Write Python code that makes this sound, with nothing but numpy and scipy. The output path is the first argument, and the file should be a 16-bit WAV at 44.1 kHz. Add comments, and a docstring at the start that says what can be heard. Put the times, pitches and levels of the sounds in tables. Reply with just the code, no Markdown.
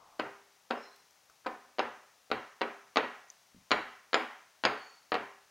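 """A faint slide over cloth, then eleven clay chips knock down one by one on a craps table in a quiet room.
The dealer lands each chip on its edge; milliseconds later it snaps flat and knocks the board under the felt.
Spare chips tick in the hand, the hand bumps the felt, and thin rings drift in from across the room.
A stereo microphone, with the table dead centre, hears the knocks and the room's answer over a soft hiss;
its noise suppressor turns the hiss down in the pauses."""
import sys
import numpy as np
from scipy import signal
from scipy.fft import rfft, irfft, next_fast_len
from scipy.io import wavfile

SR = 44100
rng = np.random.default_rng(int(sys.argv[2]) if len(sys.argv) > 2 else 0)


def master_out(mix):
    """Clip the mix to full scale and print it as 16-bit PCM to the path in sys.argv[1]."""
    frames = np.transpose(np.atleast_2d(mix))
    ceiling = np.clip(frames, -1, 1)
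    pcm = np.round(ceiling * 32767).astype(np.int16)
    wavfile.write(sys.argv[1], SR, pcm)


N = 242586

# chips set down on the felt: (time [s], edge level [dB], tipping time [s], face level [dB])
LANDINGS = [(0.1936, -33, 0.0032, -16.5), (0.7047, -31, 0.0039, -16), (1.4617, -23, 0.004, -19),
            (1.785, -22, 0.0082, -14.5), (2.3021, -38.5, 0.013, -15.5), (2.6102, -27, 0.0054, -15),
            (2.9593, -17.5, 0.011, -11), (3.7079, -20, .008, -10.5), (4.1311, -18.5, 0.012, -10.5),
            (4.6378, -17.5, 0.014, -10.5), (5.1196, -14.5, 0.023, -19.5)]
# the last three chips rock and land once more: (time [s], level [dB], ring against push [dB])
REBOUNDS = [(4.1548, -28, -17), (4.6608, -35, 1.5), (5.1532, -21, -17)]
# a chip's push on the padded board: (frequency [Hz], relative level [dB])
PUSH_SPECTRUM = [(25, -41), (90, -30.5), (170, -19.5), (250, -9), (450, -1.5), (800, -2), (1400, -3),
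                 (2100, -5.5), (3200, -0.5), (4600, -15.5), (5600, -7), (7500, -38.5), (11000, -37),
                 (16000, -57.5)]
# a chip's ring, damped at once by the felt: (frequency [Hz], relative level [dB], t60 [s])
CHIP_MODES = [(2780, -8, 0.0097), (3824, 2, 0.013), (4296, 7.5, 0.0049), (4845, 4.5, 0.0071),
              (6680, -8, 0.014), (9050, -17, 0.014)]
# the board under the felt: (frequency [Hz], width [Hz], resonance gain [dB])
BOARD_MODES = [(128.4, 9.9, 7.5), (230.5, 34, 8), (242.4, 12.2, 7.5), (274, 57, -3), (313.5, 31, 7.5),
               (399, 3.7, 11.5), (423.4, 30, 5), (518, 59, 1), (579, 18, -1.5), (742, 128, -0.5),
               (951, 16, -1.5), (1032, 33, -1), (1234, 47, -6.5), (1356, 52, -6.5), (1906, 15, 0.5),
               (2220, 110, -27.5), (2800, 160, -7.5)]
# chips ticking in the hand: (time [s], ring level [dB], dry snap level [dB])
TICKS = [(.962, -59, -43), (1.109, -56, -48), (1.299, -55, -49), (3.285, -55, -67), (3.3018, -32.5, -64)]
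# a loose chip against its neighbour: (frequency [Hz], relative level [dB], t60 [s])
LOOSE_CHIP_MODES = [(4900, -22, 0.023), (6070, 1, 0.0092), (7000, -9, 0.028), (9378, -21, 0.0099)]
# soft touches of the hand on the felt: (time [s], level [dB], pitch [Hz])
TOUCHES = [(1.298, -46.5, 1250), (1.4487, -40.5, 1460), (2.3031, -35.5, 650), (3.546, -46.5, 247),
           (3.563, -49, 183), (3.615, -58, 242)]
# a chip sliding over the cloth: (time [s], level [dB]) and (frequency [Hz], relative level [dB])
SLIDE_LEVELS = [(0, -59.5), (.08, -62), (.17, -63.5), (.22, -65)]
CLOTH_SPECTRUM = [(200, -15.5), (600, -10), (800, -2), (1150, -3), (1500, -16), (4000, -101), (16000, -53)]
# close scatter between the table's rails: (frequency [Hz], gain [dB]) and (frequency [Hz], t60 [s])
RAILS_COLOUR = [(100, 1.5), (400, -3.5), (1000, 4.5), (2500, 3.5), (4500, -7.5), (7000, -3.5), (15000, -21)]
RAILS_T60 = [(200, 0.28), (1000, 0.092), (4000, 0.074), (10000, 0.03)]
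# the room's answer: (frequency [Hz], gain [dB]) and (frequency [Hz], t60 [s])
ROOM_COLOUR = [(60, 1), (250, -4), (700, -1.5), (1800, 4), (2800, -2.5), (4200, -12.5), (6500, -10),
               (15000, -6)]
ROOM_T60 = [(100, 0.54), (300, 0.27), (700, 0.53), (1500, 0.58), (3000, 0.58), (8000, 0.34)]
# thin rings from across the room: (time [s], pitch [Hz], level [dB], t60 [s])
FAR_RINGS = [(.76, 5150, -53, 0.41), (.79, 5490, -58.5, 0.78), (.82, 4120, -57, 0.7),
             (4.768, 4460, -51.5, .75), (4.799, 6760, -63, 0.85)]
# microphone hiss and room air: (frequency [Hz], relative level [dB])
HISS_SPECTRUM = [(25, -38), (60, -9), (130, -4), (350, -5.5), (800, 1), (1400, -2), (2500, -3.5),
                 (4500, -3), (6300, -1), (7500, -5), (10000, -4), (12500, -8), (14000, -5.5), (16000, -5.5)]
# the hiss in stereo: (frequency [Hz], correlation [0-1]) and (frequency [Hz], left over right [dB])
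HISS_CORRELATION = [(30, 0.59), (200, 1), (6000, 1), (8000, 0.88), (15000, 0.43)]
HISS_BALANCE = [(200, 4.5), (6500, -1), (8200, 0.5), (15000, -2)]
# the noise suppressor: (upper band edge [Hz], threshold [dB], left depth [dB], right depth [dB])
SUPPRESSOR_BANDS = [(520, -49, 2.5, 3.5), (2830, -73, -1, 15.5), (7200, -66.5, 3.5, 6.5),
                    (19800, -66, 8, 23)]

# a firmer hand squeezes the felt harder: hardness at the usual level, and the extra level that doubles it
HARD_HZ, USUAL_DB, DOUBLING_DB = 3530, -14, 5
EDGE_HARDNESS = 0.82  # the edge's hardness over the face's
RING_DB, KNOCK_DB = -11, 4.5  # a chip's ring against its push; how loudly the table gives off a blow
CRACK_DB, CRACK_T60_S, CRACK_HZ = -41.5, 0.025, 9000  # a face's dry crack, alike for soft and firm chips
TOP_HZ = 15850  # the recorder's band limit


def chips():
    """Edge, face and any rebound strike one spot; the firmer a chip is set down, the brighter it is."""
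    out = np.zeros(N)
    push = dispersed(pulse(PUSH_SPECTRUM), turn_hz=1450, late_hz=2500, spread_hz=270)
    t = np.arange(len(push)) / SR
    for start, edge_db, tip_s, face_db in LANDINGS:
        hard_hz = HARD_HZ * 2 ** ((max(edge_db, face_db) - USUAL_DB) / DOUBLING_DB)
        edge = (0, edge_db, EDGE_HARDNESS * hard_hz, RING_DB)
        face = (tip_s, face_db, hard_hz, RING_DB)
        rebounds = [(s - start, db, hard_hz, ring_db) for s, db, ring_db in REBOUNDS if 0 < s - start < .1]
        blows = np.zeros(SR // 5)
        for after_s, db, hz, ring_db in [edge, face] + rebounds:
            clack = amp(ring_db) * chip_ring(CHIP_MODES, len(t), scatter_db=2, detune=.025)
            add(blows, after_s, amp(db + KNOCK_DB) * cushioned(push + clack, hz))
        crack = amp(CRACK_DB - 60 * t / CRACK_T60_S) * rng.standard_normal(len(t))
        add(blows, tip_s, cushioned(crack, CRACK_HZ))
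        add(out, start, signal.fftconvolve(blows, path_to_microphone(room_db=-.5)))
    return board(out)


def chip_ring(modes, size, scatter_db, detune):
    """A struck chip rings in damped modes, at slightly new strengths and pitches for each blow."""
    out, t = np.zeros(size), np.arange(size) / SR
    for k, (hz, db, t60) in enumerate(modes):
        db += scatter_db * rng.standard_normal()
        hz *= 1 + detune * rng.standard_normal()
        out += (-1) ** k * amp(db - 60 * t / t60) * np.sin(2 * np.pi * hz * t)
    return out


def cushioned(blow, hard_hz):
    """Felt spreads the force in time: the softer the contact, the less treble."""
    return filtered(blow, lambda hz: 1 / (1 + 1j * hz / hard_hz) ** 2)


def dispersed(blow, turn_hz, late_hz, spread_hz):
    """Bending waves disperse: the sharp top of a blow leaves the board first, the middle trails it."""
    low_delay = lambda f: (1j * f - turn_hz) / (1j * f + turn_hz)
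    middle_delay = lambda f: np.exp(-2j * np.arctan2(f * spread_hz, late_hz ** 2 - f ** 2))
    return filtered(blow, lambda f: low_delay(f) * middle_delay(f))


def board(blow):
    """The board under the felt passes a blow on and rings at its own resonances."""
    mode = lambda f, hz, width: 1j * f * width / (hz ** 2 - f ** 2 + 1j * f * width)
    return filtered(blow, lambda f: 1 + sum(amp(db) * mode(f, hz, width) for hz, width, db in BOARD_MODES))


def hand():
    """Spare chips tick in the dealer's fingers, and the hand bumps the felt with little room sound."""
    out, t = np.zeros(N), np.arange(SR // 10) / SR
    for s, ring_db, snap_db in TICKS:
        bright_noise = np.diff(rng.standard_normal(len(t) + 1)) / 2
        snap = bright_noise * amp(-60 * t / 0.0091)
        ring = chip_ring(LOOSE_CHIP_MODES, len(t), scatter_db=3, detune=0.0041)
        add(out, s, amp(ring_db) * ring + amp(snap_db) * snap)
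    for s, db, hz in TOUCHES:
        bump = np.sin(2 * np.pi * hz * t) * np.exp(-hz * t / 1.1)  # dies within a few cycles
        add(out, s, amp(db) * signal.fftconvolve(bump, path_to_microphone(room_db=-23)))
    return out


def slide():
    """Cloth fibres catch and let go of a sliding chip in many tiny slips."""
    slips = rng.standard_normal(N) * (rng.random(N) < 2500 / SR)  # about 2500 a second
    rub = unit(filtered(slips, lambda hz: amp(along(CLOTH_SPECTRUM, hz))))
    level_db = np.interp(np.arange(N) / SR, *np.transpose(SLIDE_LEVELS), right=-120)
    return amp(level_db) * rub


def path_to_microphone(room_db):
    """From one spot on the felt, sound arrives directly, off the nearby rails and from the room."""
    room = echoes(ROOM_COLOUR, ROOM_T60, build_s=0.0086)
    far_wall = cushioned(echoes(RAILS_COLOUR, RAILS_T60, build_s=0.0043), hard_hz=3000)
    add(room, .056, amp(-10) * far_wall)  # a dull, smeared copy of the knock, 56 ms late
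    rails = echoes(RAILS_COLOUR, RAILS_T60, build_s=0.00037)
    path = rails + amp(room_db) * room
    path[0] += 1  # direct sound
    return path


def echoes(colour, t60s, build_s):
    """Dense reflections build up, then die at each frequency's own speed."""
    hz, t, noise = signal.stft(rng.standard_normal(SR * 3 // 4), SR, nperseg=128)
    t60 = np.maximum(along(t60s, hz), 1e-3)[:, None]
    energy = SR * t60 / np.log(1e6)
    tail = signal.istft(noise * amp(-60 * t / t60) / np.sqrt(energy), SR, nperseg=128)[1]
    tail = filtered(tail, lambda f: amp(along(colour, f)))
    build_up = 1 - np.exp(-(np.arange(len(tail)) / SR / build_s) ** 2)
    return tail * build_up


def far_rings():
    """Across the room, thin, slightly grainy tones swell softly and fade."""
    out, t = np.zeros(N), np.arange(SR) / SR
    swell = 1 - np.exp(-t / .05)
    for s, hz, db, t60 in FAR_RINGS:
        tone = unit(filtered(rng.standard_normal(SR), lambda f: 1 / (1 + ((f - hz) / 60) ** 2)))
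        add(out, s, amp(db - 60 * t / t60) * swell * tone)
    return out


def hiss():
    """Microphone hiss and room air: leaning left low down, wider and slightly right at the very top."""
    def mid_side_gains(hz):
        angle = np.arccos(np.clip(along(HISS_CORRELATION, hz), -1, 1)) / 2
        return amp(along(HISS_SPECTRUM, hz)) * [np.cos(angle), np.sin(angle)]

    mid, side = filtered(rng.standard_normal((2, N)), mid_side_gains)
    balance = lambda hz: amp(np.outer([.5, -.5], along(HISS_BALANCE, hz)))
    return amp(-62) * unit(filtered(np.array([mid + side, mid - side]), balance))


def noise_suppressor(x):
    """Each band moves to its pause gain as its level falls below the threshold; the right sinks most."""
    out, lower = np.zeros_like(x), np.zeros_like(x)
    for edge_hz, threshold_db, left_db, right_db in SUPPRESSOR_BANDS:
        below_edge = filtered(x, lambda hz: 1 / (1 + (hz / edge_hz) ** 12))
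        band, lower = below_edge - lower, below_edge
        power = lagged(np.mean(band ** 2, axis=0), lag_s=0.032)
        opening = lagged(power / (power + amp(threshold_db) ** 2), lag_s=0.011)
        out += band * amp(np.outer([left_db, right_db], opening - 1))
    return out


def pulse(spectrum, size=4096):
    """The shortest causal pulse with this spectrum, peak 1."""
    magnitude = amp(along(spectrum, np.fft.rfftfreq(size, 1 / SR)))
    cepstrum = irfft(np.log(magnitude))
    cepstrum[1:size // 2] *= 2  # fold to minimum phase
    cepstrum[size // 2 + 1:] = 0
    shape = irfft(np.exp(rfft(cepstrum)))
    return shape / np.abs(shape).max()


def amp(db):
    """Decibels to gain."""
    return 10 ** (np.asarray(db) / 20)


def unit(x):
    """x at rms 1."""
    return x / np.sqrt(np.mean(x ** 2) + 1e-20)


def along(points, hz):
    """(frequency [Hz], value) points read on a log axis."""
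    freqs, values = np.transpose(points)
    return np.interp(np.log(hz + 1), np.log(freqs + 1), values)


def filtered(x, response):
    """x through a complex frequency response."""
    size = x.shape[-1]
    padded = next_fast_len(size + SR // 10)
    hz = np.fft.rfftfreq(padded, 1 / SR)
    return irfft(rfft(x, padded) * response(hz), padded)[..., :size]


def lagged(x, lag_s):
    """A one-pole running mean."""
    keep = np.exp(-1 / (lag_s * SR))
    return signal.lfilter([1 - keep], [1, -keep], x)


def add(track, s, sound):
    """Mix a sound into the track at time s."""
    part = track[max(round(s * SR), 0):][:len(sound)]
    part += sound[:len(part)]


def scene():
    """The table sits dead centre before the microphone; only the hiss has width."""
    return chips() + hand() + slide() + far_rings() + hiss()


def record(dry):
    """The recorder quiets the pauses and keeps nothing above its band limit."""
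    return filtered(noise_suppressor(dry), lambda hz: hz < TOP_HZ)


dry = scene()
out = record(dry)
master_out(out)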